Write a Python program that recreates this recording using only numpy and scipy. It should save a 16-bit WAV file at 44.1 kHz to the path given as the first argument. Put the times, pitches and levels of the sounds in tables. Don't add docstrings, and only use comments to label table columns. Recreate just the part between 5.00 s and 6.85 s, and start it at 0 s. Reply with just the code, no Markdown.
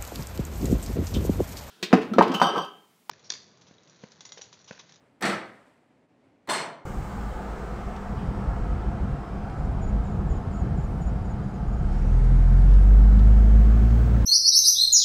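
import sys
import numpy as np
from scipy import signal
from scipy.fft import rfft, irfft, next_fast_len
from scipy.io import wavfile

SR = 44100
rng = np.random.default_rng(int(sys.argv[2]) if len(sys.argv) > 2 else 0)


def put_to_file(sound):
    columns = np.atleast_2d(sound).T
    safe = np.clip(columns, -1, 1)
    whole_steps = np.round(safe * 32767)
    wavfile.write(sys.argv[1], SR, whole_steps.astype(np.int16))


N = 81585
BUILD_S = 0.0034


def undb(db):
    return 10 ** (np.asarray(db) / 20)


def along(points, hz):
    freqs, values = np.array(points, float).T
    return np.interp(np.log(np.maximum(hz, 1)), np.log(freqs), values)


def shape(x, gain):
    size = next_fast_len(len(x))
    hz = np.arange(size // 2 + 1) * SR / size
    return irfft(rfft(x, size) * gain(hz), size)[:len(x)]


def noise(colour):
    x = shape(rng.standard_normal(N), lambda f: undb(along(colour, f)))
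    return x / x.std()


def walk(rate_hz):
    x = shape(rng.standard_normal(N), lambda f: 1 / (1 + (f / rate_hz) ** 4))
    return x / x.std()


def add(out, start_s, x):
    i = int(np.clip(start_s * SR, 0, N - 1))
    out[i:] += x[:N - i]


def fade(t, t60):
    return np.exp(-np.log(1000) * t / np.maximum(t60, 1e-3))


def rise(t, attack_s):
    return 1 - np.exp(-t / attack_s)


def ventilation(t):
    # f/Hz, level/dB
    colour = [(25, -5.5), (60, -8), (130, 3.5), (190, -1), (260, 8), (350, -0.5), (600, -2.5),
              (1200, -13.5), (2200, -15.5), (3300, -24.5), (6500, -33), (8200, -34), (11000, -45.5),
              (16000, -58.5)]
    # t/s, half length/s, level/dB
    dip = (1.074, .014, -6)
    centre_s, half_s, depth_db = dip
    dip_db = depth_db * np.exp(-((t - centre_s) / half_s) ** 2)
    return noise(colour) * undb(-63.5 - 0.97 * walk(rate_hz=5) + dip_db)


def rustles(t):
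    # t/s, level/dB, decay time constant/s
    events = [(0.0, -68, 0.25), (0.035, -94, .06), (0.441, -56.5, 0.19), (0.53, -62.5, 0.19),
              (0.655, -64, 0.1), (0.82, -79, 0.072), (1.237, -70, .05)]
    # f/Hz, level/dB
    colour = [(100, -17), (600, 8), (2000, 0), (3300, -9), (6500, -19), (8200, -13.5), (11000, -24),
              (16000, -34)]
    out = np.zeros(N)
    for start, db, decay_s in events:
        add(out, start, undb(db) * noise(colour) * rise(t, attack_s=0.004) * np.exp(-t / decay_s))
    return out


def metal_ticks(t):
    # t/s, level/dB
    touches = [(0.2099, -43.5), (1.4735, -49.5)]
    # f/Hz, level/dB
    colour = [(200, -20.5), (1500, 8), (4000, -1.5), (6500, -8), (10000, -3.5), (13000, -8), (16000, -7.5)]
    out = np.zeros(N)
    for start, db in touches:
        add(out, start, undb(db) * noise(colour) * fade(t, t60=0.09))
    return out


def floor_thumps(t):
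    # t/s, level/dB
    knocks = [(0.2345, -26), (0.2535, -26.5)]
    # f/Hz, level/dB
    colour = [(30, -53.5), (90, -32.5), (150, -5), (200, 1.5), (250, 1.5), (400, -15.5), (1000, -41.5),
              (4000, -86.5)]
    out = np.zeros(N)
    for start, db in knocks:
        add(out, start, undb(db) * noise(colour) * fade(t, t60=0.19) * rise(t, attack_s=0.0039) ** 2)
    return out


def room_tail(colour, t):
    # f/Hz, t60/s
    room_t60 = [(80, 1), (200, 0.57), (500, .64), (1000, 0.53), (2000, 0.52), (4000, 0.39), (8000, 0.3),
                (11500, 0.28), (15000, .3)]
    wash, out = noise(colour), np.zeros(N)
    centres = [hz for hz, _ in room_t60]
    for (_, t60), share in zip(room_t60, np.eye(len(centres))):
        band = list(zip(centres, share))
        out += shape(wash, lambda f: along(band, f)) * fade(t, t60)
    return out * rise(t, BUILD_S)


def metal_spectrum(colour, clusters):
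    ripple_db, ripple_spacing_hz = 3, 32.38
    hz = np.arange(20, SR / 2, 5.)
    steps = rng.standard_normal(4000)
    ripple = np.interp(hz / ripple_spacing_hz, np.arange(len(steps)), steps)
    db = along(colour, hz) + ripple_db * ripple * hz / (hz + 900)
    for centre, width, lift_db in clusters:
        db += lift_db / (1 + (2 * (hz - centre) / width) ** 4)
    return np.column_stack([hz, db])


def metal_ring(modes, hits, t):
    beat_hz, scatter_db = 13, 5.7
    out = np.zeros(N)
    for hz, mode_db, t60 in modes:
        energy = np.zeros(N)
        swell = (fade(t, t60) * rise(t, BUILD_S)) ** 2
        for start, hit_db, cutoff_hz in hits:
            add(energy, start, swell * undb(hit_db + mode_db) ** 2 / (1 + (hz / cutoff_hz) ** 4))
        phase = 2 * np.pi * (hz * t + rng.random()) + 0.48 * walk(beat_hz)
        beating = undb(scatter_db * walk(beat_hz))
        out += np.sqrt(energy) * beating * np.sin(phase)
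    return out


def contacts(hits, spectrum, t, crack_db, tail_db):
    out = np.zeros(N)
    for start, db, cutoff_hz in hits:
        crack = undb(crack_db) * noise(spectrum) * fade(t, t60=0.04)
        tail = undb(tail_db) * room_tail(spectrum, t)
        lowpass = signal.butter(2, cutoff_hz, fs=SR, output="sos")
        add(out, start, undb(db) * signal.sosfilt(lowpass, crack + tail))
    return out


def frame_thud(t):
    # t/s, level/dB, treble cutoff/Hz
    hits = [(0.2075, -18.5, 2220), (0.2165, -5.5, 1700), (0.2238, 1.5, 8000), (0.2325, -0.5, 2980),
            (0.2415, 2.5, 3200), (0.2545, 2, 9000), (0.2695, -5, 8000), (0.298, -3.5, 6500),
            (0.327, -8.5, 5830), (0.3645, -24.5, 4440)]
    # f/Hz, level/dB
    colour = [(30, -37), (65, -27.5), (110, -17), (190, -5.5), (330, -5.5), (700, -5.5), (1000, -7.5),
              (1350, -9.5), (1900, -4.5), (2900, -15), (4300, -14.5), (6700, -23.5), (8400, -15.5),
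              (10500, -24), (16000, -26)]
    # f/Hz, width/Hz, lift/dB
    clusters = [(208, 34, 6), (1270, 190, 6), (2504, 31, 3.5), (3360, 94, 2.5), (4400, 660, 2),
                (5950, 300, 6), (7700, 290, 5)]
    # f/Hz, level/dB, t60/s
    modes = [(170, -4, .45), (192, 0, .35), (229, 2, .42), (317, 2, .48), (357, 1, .52), (391, -2, .48),
             (484, -2, .52), (684, -2, .42), (883, -2, .48), (1323, 1, .36), (1717, -7, .5),
             (1787, -4, .45), (2051, -7, .42), (2907, -10, .28)]
    blows = contacts(hits, metal_spectrum(colour, clusters), t, crack_db=-25, tail_db=-28.5)
    return blows + undb(-45) * metal_ring(modes, hits, t)


def plate_clank(t):
    # t/s, level/dB, treble cutoff/Hz
    hits = [(1.4743, -11.5, 2500), (1.4823, 0.5, 1080), (1.4893, 3, 4100), (1.4965, 1.5, 14100),
            (1.510, -1.5, 14100), (1.532, 2, 7600), (1.555, -2.5, 7000), (1.580, -5, 7850),
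            (1.602, -8.5, 6500), (1.622, -25, 2380), (1.672, -7, 860)]
    # f/Hz, level/dB
    colour = [(30, -31), (75, -35), (150, -7.5), (450, -7), (650, -7), (950, -3.5), (1550, -9),
              (2000, -8.5), (2600, -12.5), (3850, -16.5), (4600, -16.5), (5900, -15), (6900, -19),
              (8500, -10), (10800, -25), (16000, -32.5)]
    # f/Hz, width/Hz, lift/dB
    clusters = [(650, 100, 3), (1050, 220, 2), (2100, 140, 3), (3040, 80, 6), (3560, 70, 7),
                (4265, 200, 12), (7630, 150, 7), (8070, 160, 8)]
    # f/Hz, level/dB, t60/s
    modes = [(608, -1, .52), (668, -2, .46), (879, -3, .5), (916, -2, .52), (1005, -3, .52), (1096, -3, .5),
             (1694, -5, .42), (2805, -8, .25), (3548, -5, .3), (4199, -2, .36), (4237, -5, .36),
             (4290, -3, .36), (5195, -10, .38), (7600, -8, .28), (8030, -2, .3)]
    blows = contacts(hits, metal_spectrum(colour, clusters), t, crack_db=-29, tail_db=-29)
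    return blows + undb(-45.5) * metal_ring(modes, hits, t)


def scene():
    t = np.arange(N) / SR
    weights = frame_thud(t) + plate_clank(t) + floor_thumps(t) + metal_ticks(t)
    return (weights + ventilation(t) + rustles(t))[None]


def record(dry):
    low_hz, top_hz = 74, 16000
    threshold_db, ratio, window_s = -24, 2, 0.012
    thin = signal.sosfilt(signal.butter(2, low_hz, "high", fs=SR, output="sos"), dry)
    pole = np.exp(-1 / (window_s * SR))
    rms = np.sqrt(signal.lfilter([1 - pole], [1, -pole], thin ** 2))
    held = thin * np.maximum(rms / undb(threshold_db), 1) ** (1 / ratio - 1)
    return signal.sosfilt(signal.ellip(10, .2, 70, top_hz, fs=SR, output="sos"), held)


dry = scene()
out = record(dry)
put_to_file(out)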